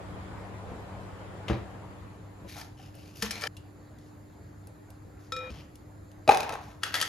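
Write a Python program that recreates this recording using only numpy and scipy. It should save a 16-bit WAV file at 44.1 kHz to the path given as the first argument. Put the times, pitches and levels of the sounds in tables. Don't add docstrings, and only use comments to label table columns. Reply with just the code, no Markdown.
import sys
import numpy as np
from scipy import signal
from scipy.fft import rfft, irfft
from scipy.io import wavfile
from scipy.ndimage import uniform_filter1d

SR = 44100
rng = np.random.default_rng(int(sys.argv[2]) if len(sys.argv) > 2 else 0)


def log_audio(samples):
    frames = np.atleast_2d(samples).T
    limited = np.clip(frames, -1, 1)
    pcm = np.round(limited * 32767).astype(np.int16)
    wavfile.write(sys.argv[1], SR, pcm)


N = 312228
HUM_HZ = 100

STOPS = [2.483, 3.478, 5.503]
# pitch_hz, relative_level_db, t60_s
SPOON_MODES = [(2794, 0, .07), (3435, -6, .03), (4161, -8, .03)]


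def gain_of(db):
    return 10 ** (np.asarray(db) / 20)


def evened(x):
    return x / np.sqrt(np.mean(x ** 2) + 1e-20)


def read(points, hz):
    f, value = np.transpose(points)
    return np.interp(np.log(hz + 1), np.log(f + 1), value)


def octaves(hz):
    return np.log2(np.clip(hz, 50, 16000) / 2000)


def add(mix, s, sound):
    part = mix[:, round(s * SR):][:, :sound.shape[1]]
    part += sound[:, :part.shape[1]]


def noise(spectrum, patchy_db=2.0, size=1024):
    hop = size // 4
    frames = N // hop + 5
    hz = np.fft.rfftfreq(size, 1 / SR)[:, None]
    real, imag, patches = rng.standard_normal((frames, len(hz), 3)).T
    patches = uniform_filter1d(uniform_filter1d(patches, 9, 0), 9, 1)
    colour = gain_of(read(spectrum, hz))
    z = (real + 1j * imag) * colour / np.linalg.norm(colour)
    z = z * gain_of(patchy_db * evened(patches))
    return signal.istft(z, nperseg=size, noverlap=size - hop)[1][:N] / np.sqrt(6)


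def tone(hz):
    waver = evened(uniform_filter1d(rng.standard_normal(N), 8000))
    return np.sqrt(2) * (1 + 0.13 * waver) * np.sin(2 * np.pi * hz * np.arange(N) / SR)


def bump(hz, centre_hz, width_hz, db):
    return gain_of(2 * db) / (1 + (2 * (hz - centre_hz) / width_hz) ** 2)


def resonate(x, hz, width_hz):
    turn = np.exp(2j * np.pi * np.cumsum(hz) / SR)
    pole = np.exp(-np.pi * width_hz / SR)
    return 2 * (turn * signal.lfilter([1 - pole], [1, -pole], x / turn)).real


def ring(modes, bright, contact_s, give):
    t = np.arange(SR // 2) / SR
    shifts = 1 + give * rng.standard_normal(len(modes))
    x = 0
    for (hz, db, t60), shift in zip(modes, shifts):
        held = contact_s * min(1, 900 / hz)
        level_db = db + bright * octaves(hz) - 60 * np.maximum(t - held, 0) / t60
        x = x + gain_of(level_db) * np.sin(2 * np.pi * hz * shift * t)
    x = x * np.minimum(t / 0.00039, 1)
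    return x / abs(x).max()


def strike(span, blows, modes, bright_db, dulling, contact_s, stretch, give, pan_db):
    # pitch_hz, relative_level_db per Hz
    crack_colour = [(150, -16.5), (400, 1.5), (1900, -0.5), (5000, 1.5), (8300, -2), (11000, -2.5),
                    (13500, -20.5), (16500, -27)]
    hollow_t60_s, body_db, body_width = .013, 12, .08
    out, t = np.zeros((2, N)), np.arange(SR // 2) / SR
    hz = np.fft.rfftfreq(len(t), 1 / SR)
    for s, db, ring_db, *hollow in blows:
        if not span[0] - .004 <= s < span[1] - .004:
            continue
        body = modes + [(f, 0, hollow_t60_s) for f in hollow]
        bright = bright_db - dulling * ring_db
        contact = contact_s * np.exp(stretch * ring_db)
        power = 1 + sum(bump(hz, f, body_width * f, body_db + mode_db) for f, mode_db, _ in body)
        colour = np.sqrt(power) * gain_of(read(crack_colour, hz) + bright * octaves(hz))
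        crack = evened(irfft(rfft(rng.standard_normal(len(t))) * colour)) / 2
        crack = crack * np.exp(-t / (.8 * contact)) * np.minimum(t / .0008, 1)
        share = gain_of(ring_db)
        blow = (crack + share * ring(body, bright, contact, give)) / np.sqrt(1 + share ** 2)
        add(out, s, gain_of(db) * blow * gain_of([[pan_db / 2], [-pan_db / 2]]))
    return out


def still_air():
    # pitch_hz, relative_level_db per Hz
    shared_colour = [(25, -15.5), (65, -0.5), (130, -5.5), (250, -14), (500, -18), (1000, -25),
                     (1900, -30.5), (3000, -41.5), (4600, -38.5), (5800, -48), (7250, -35), (7800, -64),
                     (8800, -59), (9600, -45.5), (12400, -43.5), (14000, -61)]
    # pitch_hz, relative_level_db per Hz
    unlike_colour = [(25, -11), (100, -24), (300, -15), (1400, -28), (3300, -46), (6000, -48), (7300, -34),
                     (10000, -51), (15000, -56)]
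    # multiple of HUM_HZ, level_db rms
    hum_partials = [(1, -54.5), (3, -59)]
    hum = sum(gain_of(db) * tone(k * HUM_HZ) for k, db in hum_partials)
    alike = gain_of(-42) * noise(shared_colour) + hum
    unlike = gain_of(-48.5) * noise(unlike_colour)
    return np.array([alike + unlike, alike - unlike])


def oven_fan():
    # pitch_hz, relative_level_db per Hz
    shared_colour = [(25, -58), (70, 7), (130, -7.5), (270, -8.5), (450, -7.5), (860, -10), (2000, -22.5),
                     (4000, -33.5), (6500, -42), (7250, -39), (10700, -45.5), (13000, -60), (14200, -81)]
    # pitch_hz, relative_level_db per Hz
    unlike_colour = [(25, -29), (101, -2), (150, -22.5), (978, -15), (9270, -47), (15000, -64)]
    # time_s, level_db
    fan_level = [(0, -35.5), (1.45, -37), (1.8, -39), (2.05, -41.5), (2.3, -48), (2.485, -43.5)]
    hum_db, motor_hz, motor_db, unlike_db = -19, 188, -16.5, -5
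    alike = noise(shared_colour) + gain_of(hum_db) * tone(HUM_HZ) + gain_of(motor_db) * tone(motor_hz)
    unlike = gain_of(unlike_db) * noise(unlike_colour)
    level = gain_of(np.interp(np.arange(N) / SR, *np.transpose(fan_level), right=-140))
    return np.array([alike + unlike, alike - unlike]) * level * gain_of([[.9], [-.9]])


def ticks(span):
    # start_s, level_db, brightness_db per octave
    small_ticks = [(2.952, -42, 17), (3.986, -47.5, 6), (4.671, -39, 14), (4.903, -41, 12), (5.755, -40, 8),
                   (6.115, -48, 5)]
    return sum(strike(span, [(s, db, -22)], SPOON_MODES, bright_db=bright, dulling=0, contact_s=.004,
                      stretch=0, give=.02, pan_db=-.6) for s, db, bright in small_ticks)


def rubbing():
    # start_s, hold_s, level_db before the flutter,
    # resonance_hz (centre of its drift), resonance_width_hz, brightness_db per octave
    strokes = [(.685, 0.052, -42.5, 327, 259, -9), (1.486, 0.051, -38, 1930, 900, -7),
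               (2.489, 0.064, -51.5, 2190, 510, 2), (2.569, 0.017, -44, 800, 150, 1),
               (2.788, 0.075, -60.5, 2900, 353, 0), (2.949, 0.16, -61.5, 2720, 400, 1.5),
               (3.16, 0.088, -55, 2620, 500, 4.5), (3.233, 0.0045, -38, 2010, 1200, 1),
               (3.312, 0.013, -53, 1356, 50, 1.5), (3.312, 0.084, -45, 2310, 140, -1.5),
               (3.434, 0.055, -40, 1640, 250, -3), (4.0, 0.077, -72, 4550, 1500, -0.5),
               (5.2, 0.064, -68, 6000, 2000, -1.5), (5.411, 0.058, -52, 1870, 300, -6),
               (5.503, 0.086, -54.5, 3020, 900, -2.5), (6.312, 0.022, -29.5, 950, 250, -2.5),
               (6.388, 0.043, -38, 845, 250, -3), (6.467, .03, -37.5, 870, 300, -5),
               (6.507, 0.024, -38, 920, 199, -4), (6.615, 0.1, -56, 835, 200, -1),
               (6.841, 0.032, -41.5, 1590, 300, -0.5), (6.951, 0.018, -33, 1820, 200, -1),
               (7.029, .05, -44.5, 1820, 110, 1)]
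    # pitch_hz, relative_level_db per Hz
    plain_colour = [(200, -12), (600, 2.5), (2000, -1.5), (6500, -1.5), (8300, -9.5), (11000, -3),
                    (13500, -12), (15500, -35)]
    rise_db_per_s, fade_db_per_s = 900, 209
    resonance_db, upper_db, upper_ratio = 20, -6, 1.8
    wander, wander_s = .45, .015
    out, t, hz = np.zeros((2, N)), np.arange(SR) / SR - .05, np.fft.rfftfreq(SR, 1 / SR)
    smooth = round(wander_s * SR)
    for start, hold, db, resonance_hz, width_hz, bright in strokes:
        top_db = resonance_db - 10 * np.log10(width_hz / 100)
        colour = gain_of(read(plain_colour, hz) + bright * octaves(hz))
        plain = irfft(rfft(rng.standard_normal(SR)) * colour)
        drift = uniform_filter1d(uniform_filter1d(rng.standard_normal(SR), smooth), smooth)
        pitch = resonance_hz + wander * width_hz * np.tanh(evened(drift))
        resonant = resonate(plain, pitch, width_hz)
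        resonant = resonant + gain_of(upper_db) * resonate(plain, upper_ratio * pitch, width_hz)
        level_db = db - rise_db_per_s * np.maximum(-t, 0) - fade_db_per_s * np.maximum(t - hold, 0)
        before_stop = start + t < min([stop for stop in STOPS if stop > start] + [N])
        stroke = evened(1.5 * plain + gain_of(top_db) * resonant)
        add(out, start + t[0], (stroke * gain_of(level_db) * before_stop)[None])
    flutter = evened(uniform_filter1d(rng.standard_normal(N), 150))
    return out * gain_of(3 * flutter)


def oven_door(span):
    # start_s, level_db, ring_over_crack_db
    catch_blows = [(1.482, -27, -6.5)]
    # pitch_hz, relative_level_db, t60_s
    catch_modes = [(2050, -4, .025), (2650, -1, .02), (3100, 0, .02), (3500, -1, .02)]
    # start_s, level_db, ring_over_crack_db
    door_blows = [(1.499, -17, -3), (2.447, -38.5, 23)]
    # pitch_hz, relative_level_db, t60_s
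    door_modes = [(71.4, -4, 0.12), (123, -3.5, 0.32), (204.5, 0, 0.11), (327, -0.5, 0.05),
                  (566, 0.5, 0.062), (980, -9, 0.096)]
    catch = strike(span, catch_blows, catch_modes, bright_db=-3.5, dulling=0, contact_s=.014,
                   stretch=0, give=.02, pan_db=1.5)
    return catch + strike(span, door_blows, door_modes, bright_db=-6.5, dulling=-.3, contact_s=.022,
                          stretch=-.02, give=.02, pan_db=1.5)


def tub(span):
    # start_s, level_db, ring_over_crack_db
    finger_taps = [(2.573, -45, 15), (2.612, -31, -8), (2.794, -45.5, 15)]
    # start_s, level_db, ring_over_crack_db
    tub_blows = [(3.223, -16, -7), (3.308, -20, -14), (3.394, -42, -17), (3.41, -30.5, -17),
                 (3.419, -26, -5), (3.437, -20, 8), (3.47, -23, 0)]
    # pitch_hz, relative_level_db, t60_s
    tub_modes = [(800, -5, .04), (1360, -6, .05), (1780, 0, .03), (2330, -2, .04), (3050, -5, .02),
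                 (4800, -4, .015), (5300, -8, .015)]
    taps = strike(span, finger_taps, tub_modes, bright_db=-4, dulling=.6, contact_s=.006,
                  stretch=.01, give=.02, pan_db=1.2)
    return taps + strike(span, tub_blows, tub_modes, bright_db=3.2, dulling=.05, contact_s=.008,
                         stretch=.001, give=.02, pan_db=1.2)


def wooden_board(span):
    # start_s, level_db, ring_over_crack_db
    board_blows = [(3.226, -27.5, 17.5), (5.503, -31, -6)]
    # pitch_hz, relative_level_db, t60_s
    board_modes = [(67.4, 5.5, 0.33), (209.3, 11.5, 0.072), (463, 1, 0.0043)]
    return strike(span, board_blows, board_modes, bright_db=-3, dulling=-.4, contact_s=.012,
                  stretch=.03, give=.01, pan_db=1.5)


def spoon(span):
    # start_s, level_db, ring_over_crack_db
    spoon_taps = [(3.567, -38, -6)]
    return strike(span, spoon_taps, SPOON_MODES, bright_db=4, dulling=0, contact_s=.008,
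                  stretch=0, give=0, pan_db=.6)


def spoon_on_glass_bowl(span):
    # start_s, level_db, ring_over_crack_db
    clinks = [(5.321, -22, 2), (5.3641, -29, 0), (5.388, -38, -8)]
    # pitch_hz, relative_level_db, t60_s
    clink_modes = [(495, -14, .8), (511, -9.5, 1.2), (1319, 0, .65), (1332, -11, 1.0), (1850, -4, .02),
                   (2438, -10, 2.5), (3400, -7, .03), (3792, -7, .45), (3808, -7, .45), (5313, -6, .16),
                   (7050, -14, .13)]
    return strike(span, clinks, clink_modes, bright_db=-.2, dulling=-.05, contact_s=.0056,
                  stretch=.01, give=0, pan_db=-1.5)


def laid_lid(span):
    # start_s, level_db, ring_over_crack_db
    lid_blows = [(6.833, -15.5, -2.5), (6.941, -14.5, -6), (6.952, -17, -4), (7.001, -22, -8),
                 (7.013, -13, -10), (7.025, -16, -6)]
    # pitch_hz, relative_level_db, t60_s
    lid_modes = [(1320, -2, .03), (1660, -2, .04), (1850, -2, .04), (2800, -5, .025), (3280, -3, .025),
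                 (4700, -8, .015)]
    return strike(span, lid_blows, lid_modes, bright_db=1.2, dulling=.15, contact_s=.007,
                  stretch=.001, give=.02, pan_db=.6)


def box_pops(span):
    # start_s, level_db, ring_over_crack_db, hollow_hz
    pops = [(6.277, -15, 5, 640), (6.283, -14, 12, 590), (6.291, -1.5, 9.5, 782), (6.319, -11.5, 8, 800),
            (6.346, -16, -1, 880), (6.372, -14, -4, 900), (6.405, -18.5, -3, 800), (6.431, -23, -1, 820),
            (6.493, -21, -1, 900), (6.524, -28, 2, 900), (6.538, -25, 0, 950)]
    # pitch_hz, relative_level_db, t60_s
    box_modes = [(450, -14, .02), (580, -13, .025), (1160, -11, .015), (2050, -18, .012), (2500, -5, .014),
                 (3890, -11, .01), (4820, -17, .01)]
    return strike(span, pops, box_modes, bright_db=4.2, dulling=.8, contact_s=.0026,
                  stretch=.11, give=.012, pan_db=-2.2)


def ports(x):
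    # pitch_hz, left_lead_radians
    phase_gap = [(0, 0), (6000, 0.7), (8300, -3.5), (9600, -4.5), (11000, -4), (13500, -9)]
    # pitch_hz, left_over_right_db
    level_gap = [(60, -2.5), (550, 2.5), (1650, 5), (4970, 5), (15000, -2)]
    hz = np.fft.rfftfreq(N, 1 / SR)
    half = np.exp(.5j * read(phase_gap, hz)) * gain_of(read(level_gap, hz) / 2)
    return irfft(rfft(x) * [half, 1 / half], N)


def kitchen(x):
    # pitch_hz, t60_s
    room_decay = [(100, 0.61), (700, 0.45), (3000, .45), (7000, 0.2), (14000, 0.1)]
    taps = np.zeros((2, SR // 2))
    at = np.arange(120, SR // 2 - 20, 20)
    at = at + rng.integers(0, 20, (2, len(at)))
    np.put_along_axis(taps, at, rng.choice([-1., 1.], at.shape), 1)
    hz, t, z = signal.stft(taps, SR, nperseg=256)
    z *= gain_of(-60 * t / read(room_decay, hz)[:, None])
    alike = np.clip(500 / (hz + 500), 0, 1)[:, None]
    z[1] = alike * z[0] + np.sqrt(1 - alike ** 2) * z[1]
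    tail = signal.istft(z, SR, nperseg=256)[1]
    tail = tail / np.linalg.norm(tail[0])
    return signal.fftconvolve(x.mean(0)[None], tail, axes=1)[:, :N]


def scene():
    room_db = -9
    sources = [ticks, oven_door, tub, wooden_board, spoon, spoon_on_glass_bowl, laid_lid, box_pops]
    out, t, rubs = still_air() + oven_fan(), np.arange(N) / SR, rubbing()
    for start, end in zip([0] + STOPS, STOPS + [N / SR + 1]):
        near = rubs * (t >= start) + sum(source((start, end)) for source in sources)
        heard = ports(near) + gain_of(room_db) * kitchen(near)
        out += heard * np.clip((end - t) / .002, 0, 1) * (t > start - .01)
    return out


def record(dry):
    thin = signal.sosfilt(signal.butter(4, 45, "highpass", fs=SR, output="sos"), dry)
    band_limit = signal.firwin(511, 16400, window=("kaiser", 9), fs=SR)
    return signal.oaconvolve(thin, band_limit[None], "same")


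dry = scene()
out = record(dry)
log_audio(out)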